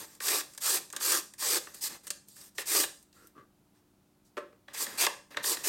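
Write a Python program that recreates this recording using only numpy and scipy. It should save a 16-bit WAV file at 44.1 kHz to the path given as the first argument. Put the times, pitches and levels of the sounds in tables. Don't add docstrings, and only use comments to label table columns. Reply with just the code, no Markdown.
import sys
import numpy as np
from scipy import signal
from scipy.fft import rfft, irfft, next_fast_len
from scipy.io import wavfile
from scipy.ndimage import uniform_filter1d, map_coordinates

SR = 44100
rng = np.random.default_rng(int(sys.argv[2]) if len(sys.argv) > 2 else 0)


def dump_mix(stems):
    frames = np.atleast_2d(stems).T
    limited = np.clip(frames, -1, 1)
    pcm = np.round(limited * 32767).astype(np.int16)
    wavfile.write(sys.argv[1], SR, pcm)


N = 250488

# f/Hz, width/Hz, level/dB
PLATE_MODES = [(887, 160, -17), (1077, 45, -0.5), (1160, 56, -3.5), (1324, 84, -17), (1594, 140, -2.5),
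               (1722, 130, 0), (1881, 61, -6.5), (2089, 120, -6), (2468, 390, -8.5), (2760, 91, -4),
               (3410, 170, -9.5)]
# f/Hz, width/Hz, level/dB
BOARD_MODES = [(164, 130, -6), (324, 55, 1), (440, 120, -7), (589.6, 41, -6)]
# f/Hz, level/dB
CRUNCH_SPECTRUM = [(1650, -42.5), (2800, -11), (3220, -8.5), (4240, -3), (4600, 0.5), (5930, -0.5),
                   (8180, 2), (9060, 2), (9960, -5.5), (13000, -0.5), (15100, -10.5), (16000, -9.5)]


def amp(db):
    return 10 ** (np.asarray(db) / 20)


def unit(x):
    return x / np.sqrt(np.mean(x ** 2) + 1e-20)


def along(points, hz):
    f, values = np.transpose(points)
    return np.interp(np.log(hz + 1), np.log(f + 1), values)


def clock():
    return np.arange(N) / SR


def wobble(rate):
    return map_coordinates(rng.standard_normal(int(N * rate / SR) + 4), [clock() * rate])


def filtered(x, response):
    size = next_fast_len(N + SR // 2)
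    return irfft(rfft(x, size) * response(np.fft.rfftfreq(size, 1 / SR)), size)[..., :N]


def rolled_off(x, order, hz, kind):
    return signal.sosfilt(signal.butter(order, hz, kind, fs=SR, output='sos'), x)


def coloured(x, spectrum):
    return filtered(x, lambda hz: amp(along(spectrum, hz)))


def rung(x, modes):
    return filtered(x, lambda f: sum((-1) ** k * amp(db) * 1j * f * width / (hz**2 - f**2 + 1j * f * width)
                                     for k, (hz, width, db) in enumerate(modes)))


def progress(start, length):
    return np.clip((clock() - start) / length, 0, 1)


def swells(starts, lengths, levels_db, peaks, steepness):
    out = np.zeros(N)
    for start, length, db, peak in np.broadcast(starts, lengths, levels_db, np.clip(peaks, .1, .9)):
        u = progress(start, length)
        on = (u > 0) & (u < 1)
        from_peak = (u[on] - peak) / np.where(u[on] < peak, peak, 1 - peak)
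        out[on] += amp(db) * np.abs(1 - from_peak ** 2) ** steepness
    return out


def room_tone():
    # f/Hz, level/dB
    air_spectrum = [(15, -51.5), (25, -15), (200, -7), (301, -14), (489, -20), (818, -20.5), (1190, -26),
                    (1290, -24.5), (1790, -30.5), (16000, -35)]
    # f/Hz, level/dB
    hum_tones = [(199, -76), (297, -76), (359, -80)]
    hum = sum(amp(db) * np.sqrt(2) * np.sin(2 * np.pi * hz * clock() + 0.37 * wobble(3.5))
              for hz, db in hum_tones)
    return amp(-68.5) * unit(coloured(rng.standard_normal(N), air_spectrum)) + hum


def reflections(x, build_s=0.0027):
    # f/Hz, t60/s
    decay_times = [(200, 0.29), (600, 0.35), (1500, 0.31), (4000, 0.34), (8500, .4), (15000, 0.25)]
    hz, t, noise = signal.stft(rng.standard_normal(SR * 3 // 5), SR, nperseg=256)
    tail = signal.istft(noise * amp(-60 * t / along(decay_times, hz)[:, None]), SR, nperseg=256)[1]
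    tail *= 1 - np.exp(-(np.arange(len(tail)) / SR / build_s) ** 2)
    return signal.fftconvolve(x, tail / np.linalg.norm(tail))


def kitchen(x, stretches=8):
    out, step = np.zeros(N + 2 * SR), N // stretches + 1
    for at in range(0, N, step):
        answer = reflections(x[at:at + step])
        out[at:at + len(answer)] += answer
    return out[:N]


def scattered(x, t60):
    t = np.arange(SR // 50) / SR
    echoes = rng.standard_normal(len(t)) * amp(-60 * t / t60)
    return signal.fftconvolve(x, echoes / np.linalg.norm(echoes))[:N]


def board(x):
    return rolled_off(rung(x, BOARD_MODES), 2, 430, 'high')


def plate(x):
    bed = np.roll(rolled_off(x, 2, 3400, 'low'), SR // 1000)
    return rolled_off(rung(x, PLATE_MODES) + amp(-10) * bed, 3, 620, 'high')


def shifting(x, patchy_db):
    spectra = signal.stft(x, nperseg=512)[2]
    patches = uniform_filter1d(rng.standard_normal(spectra.shape), size=6, axis=0)
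    patches = uniform_filter1d(patches, size=8, axis=1)
    return unit(signal.istft(spectra * amp(patchy_db * unit(patches)), nperseg=512)[1][:N])


def fractures(per_second, spread_db):
    happens = rng.random(N) < per_second / SR
    return unit(happens * rng.choice([-1, 1], N) * amp(spread_db * rng.standard_normal(N)))


def squeaks():
    # start/s, end/s, f/Hz, level/dB
    rubs = [(3.162, 3.292, 1363, -65), (3.352, 3.442, 1178, -58.5)]
    out = np.zeros(N)
    for start, end, hz, db in rubs:
        u = progress(start, end - start)
        swell = np.sqrt(4 * u * (1 - u)) * amp(-7 * (u - .5))
        rub = fractures(2500, spread_db=4)
        tone = unit(rung(rub, [(hz, 60, 0)]))
        wood = amp(-1.5) * unit(rung(rub, BOARD_MODES))
        plastic = amp(-12) * unit(rung(rub, PLATE_MODES[:8]))
        out += amp(db) * swell * (tone + wood + plastic)
    return out


def sliding():
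    # start/s, length/s, hiss/dB, plate/dB
    slides = [(-.04, 0.098, -43.5, -48), (0.044, 0.15, -58, -64.5), (0.485, 0.15, -61.5, -71),
              (.8, 0.061, -68, -60), (.935, 0.087, -59, -52), (1.62, 0.15, -57.5, -63),
              (1.738, 0.072, -52, -62), (1.891, 0.089, -49.5, -50), (2.032, 0.054, -58, -63.5),
              (2.273, 0.15, -59.5, -78.5), (2.358, 0.068, -55.5, -64.5), (2.406, 0.094, -53, -64.5),
              (2.548, 0.083, -57.5, -70), (2.934, 0.1, -65, -81), (3.131, 0.18, -66, -70),
              (3.745, 0.069, -76, -77), (4.247, .06, -70, -93), (4.678, 0.075, -73.5, -57.5),
              (4.851, 0.16, -48.5, -49), (5.305, 0.058, -59.5, -54.5), (5.361, 0.071, -64, -48),
              (5.553, 0.1, -48.5, -51)]
    starts, lengths, hiss_db, plate_db = np.transpose(slides)
    hiss_gain = swells(starts, lengths, hiss_db, peaks=.15, steepness=.6)
    body_gain = swells(starts, lengths, plate_db, peaks=.15, steepness=.6)
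    hiss = shifting(coloured(fractures(9000, spread_db=1.5), CRUNCH_SPECTRUM), patchy_db=2.5)
    rub = fractures(7000, spread_db=2)
    body = shifting(plate(rub), patchy_db=-0.5) + amp(-7.5) * unit(rung(rub, BOARD_MODES))
    return hiss_gain * hiss + body_gain * body


def blows(times, levels_db, centres_hz, rattle_t60, rattle_db, body, snap_t60=0.0023):
    t, out = np.arange(SR // 10) / SR, np.zeros(N + SR)
    answer = body(signal.unit_impulse(N, SR // 1000))[:SR // 5]
    attack = 1 - np.exp(-t / .0004)
    force = attack * (amp(-60 * t / snap_t60) + amp(rattle_db - 60 * t / rattle_t60))
    for start, db, hz in np.broadcast(times, levels_db, centres_hz):
        octave = signal.butter(1, [hz / np.sqrt(2), min(hz * np.sqrt(2), SR / 2 - 1)], 'band', fs=SR)
        burst = signal.lfilter(*octave, force * rng.standard_normal(len(t)))
        hit = signal.fftconvolve(burst, answer)
        out[round(start * SR):][:len(hit)] += amp(db) * hit / np.std(hit[:SR // 100])
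    return out[:N]


def contact(times, teeth_db, plate_db, board_db, tick_hz, tap_hz, tick_t60):
    # f/Hz, level/dB
    tooth_snap = [(500, -14), (1200, -6), (2800, -1), (4500, -3), (6000, -4), (9000, 2), (10000, -7.5),
                  (13000, -1), (16000, -6)]
    tick = blows(times, teeth_db, tick_hz, tick_t60, rattle_db=-12, body=lambda x: coloured(x, tooth_snap))
    tap = blows(times, plate_db, tap_hz, rattle_t60=0.014, rattle_db=-6, body=plate)
    thud = blows(times, board_db, centres_hz=600, rattle_t60=0.022, rattle_db=-13.5, body=board)
    return tick + tap + thud + kitchen(amp(-9) * thud + amp(-10.5) * tap)


def knocks():
    # t/s, level/dB
    board_hits = [(3.378, -63.5), (4.368, -40.5), (4.376, -37), (4.526, -64.5)]
    times, db = np.transpose(board_hits)
    return contact(times, teeth_db=db - 9, plate_db=db - 0.5, board_db=db,
                   tick_hz=1303, tap_hz=1200, tick_t60=0.11)


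def taps():
    # t/s, level/dB, centre/Hz, tick relative to tap/dB
    plate_hits = [(.203, -41, 1710, -3), (.406, -44, 1545, 0.5), (.932, -45.5, 1190, -17.5),
                  (1.008, -43, 1292, -1.5), (1.421, -40.5, 1180, -5), (1.669, -47, 1826, -11.5),
                  (2.581, -34, 1740, -5), (2.836, -35.5, 2830, -6.5), (4.681, -48, 1830, -18),
                  (4.865, -43, 1770, -1), (5.065, -26.5, 1600, -1), (5.314, -63.5, 1820, -6.5),
                  (5.343, -46.5, 1750, -35), (5.369, -30, 2050, -10), (5.441, -38, 1230, 1),
                  (5.569, -43, 1770, 0)]
    times, db, hz, tick_db = np.transpose(plate_hits)
    return contact(times, teeth_db=db + tick_db, plate_db=db, board_db=db - 12,
                   tick_hz=4000, tap_hz=hz, tick_t60=.025)


def flicks():
    # t/s, level/dB, centre/Hz, plate relative to tick/dB
    tooth_hits = [(0.149, -56.5, 7040, -17.5), (.282, -30, 4310, -10), (.535, -54.5, 7000, -14),
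                  (.548, -54.5, 6960, -7), (.576, -41, 6500, -10), (0.658, -34, 6970, -18),
                  (0.901, -49, 7100, -10), (.926, -41.5, 7120, -16), (.963, -34, 5720, -8),
                  (1.336, -51, 7000, -7.5), (1.405, -42, 7020, -16), (1.744, -46, 9000, -14),
                  (2.068, -42.5, 7600, -8), (2.077, -44, 7000, -18), (2.103, -31, 6540, -15),
                  (2.284, -53.5, 9860, -36), (2.364, -58.5, 6030, -6), (3.026, -60.5, 8580, -20),
                  (3.127, -63.5, 4800, -14), (3.27, -56, 10900, -28)]
    times, db, hz, answer_db = np.transpose(tooth_hits)
    return contact(times, teeth_db=db, plate_db=db + answer_db, board_db=db - 22.5,
                   tick_hz=hz, tap_hz=1700, tick_t60=0.041)


def slips(rate_hz, wander, scatter, spread_db):
    cycles = np.cumsum(rate_hz * np.exp(wander * wobble(70))) / SR
    at = np.flatnonzero(np.diff(np.floor(cycles)))
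    late, size = rng.standard_normal((len(at), 2)).T
    at = np.clip(at + scatter * late * SR / rate_hz[at], 0, N - 1).astype(int)
    return np.bincount(at, amp(spread_db * size), N)


def cutting(sag_octaves=.7, surge_s=0.0018):
    # start/s, length/s, crunch peak/share of stroke, crunch/dB, plate/dB, judder/dB, slip rate/Hz
    pushes = [(0.2, .226, 0.56, -29.5, -38, -39, 420.5), (0.602, .194, 0.68, -28, -37.5, -39, 499.3),
              (0.994, .222, .5, -28, -38.5, -38, 429.9), (1.378, .216, 0.8, -29, -39, -39.5, 529.3),
              (1.806, .085, .56, -32, -47, -54, 349.9), (2.575, .06, 0.317, -41, -42.5, -45.5, 519.8),
              (2.653, .207, 0.67, -26.5, -37, -35.5, 419.7), (4.731, .06, 0.34, -43.5, -45.5, -56, 470),
              (4.769, .092, .6, -32, -43.5, -45, 460.5), (4.973, .096, 0.6, -27.5, -30, -38, 489),
              (5.425, .138, .56, -29.5, -40.5, -40, 452), (5.633, .085, 0.46, -30, -39, -38.5, 493)]
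    # f/Hz, width/Hz, level/dB
    teeth_modes = [(4770, 1400, -13), (8400, 620, -4.5)]
    # f/Hz, level/dB
    pressed_plate = [(800, 0), (1100, -1), (1500, 0), (1900, -1.5), (2400, 4), (3300, 1)]
    # f/Hz, level/dB
    judder_spectrum = [(100, -42.5), (220, -21.5), (300, -0.5), (450, -3.5), (580, -5.5), (720, -21.5),
                       (1200, -16.5)]
    starts, lengths, peaks, crunch_db, plate_db, judder_db, slip_hz = np.transpose(pushes)
    crunch_gain = swells(starts, lengths, crunch_db, peaks, steepness=1)
    ring_gain = swells(starts, lengths, plate_db, peaks + 0.18, steepness=0.92)
    judder_gain = swells(starts, lengths, judder_db, peaks + 0.1, steepness=2.4)
    stroke = np.maximum(np.searchsorted(starts, clock()) - 1, 0)
    braking = progress(starts[stroke], lengths[stroke]) ** 3
    pulses = slips(slip_hz[stroke] * 2 ** (-sag_octaves * braking), wander=.13, scatter=.12, spread_db=4)
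    surge = unit(signal.lfilter([1], [1, -np.exp(-1 / (surge_s * SR))], pulses))
    grip = unit((2 + surge) * amp(0.23 * wobble(80)))
    bursts = grip * fractures(17000, spread_db=1.7)
    steel = sum(amp(db) * unit(amp(5.5 * wobble(16)) * rung(bursts, [(hz, width, 0)]))
                for hz, width, db in teeth_modes)
    rasp = shifting(coloured(bursts, CRUNCH_SPECTRUM), patchy_db=1.6)
    crunch = unit(rasp + amp(-21) * steel)
    plate_force = grip * fractures(6000, spread_db=3) + 0.25 * unit(pulses)
    ring = shifting(coloured(plate(plate_force), pressed_plate), patchy_db=3)
    judder = unit(coloured(pulses - pulses.mean(), judder_spectrum))
    return crunch_gain * crunch + ring_gain * ring + judder_gain * judder


def scene():
    # f/Hz, level/dB
    wall_levels = [(250, -7.5), (600, -7), (1300, -10.5), (4000, -9.5), (8500, -13.5), (15000, -11.5)]
    # f/Hz, side minus mid/dB
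    stereo_width = [(60, -8.5), (300, -34), (600, -31), (1000, -18), (2000, -9), (3100, -15), (5200, -29),
                    (7500, -18), (9800, -6.5), (12000, -24.5)]
    # f/Hz, left minus right/dB
    port_balance = [(700, 0), (1400, 1), (1900, 1), (2700, 0), (8800, -0.5), (9900, -2), (11000, -0.5)]
    work = cutting() + sliding() + squeaks() + flicks() + taps() + knocks()
    mid = work + coloured(kitchen(work), wall_levels) + room_tone()
    side = coloured(scattered(mid, t60=0.062), stereo_width)
    left = filtered(mid + side, lambda hz: amp(along(port_balance, hz) / 2))
    right = filtered(mid - side, lambda hz: amp(-along(port_balance, hz) / 2))
    return np.array([left, right])


def record(dry):
    return filtered(dry, lambda hz: hz < 16000)


dry = scene()
out = record(dry)
dump_mix(out)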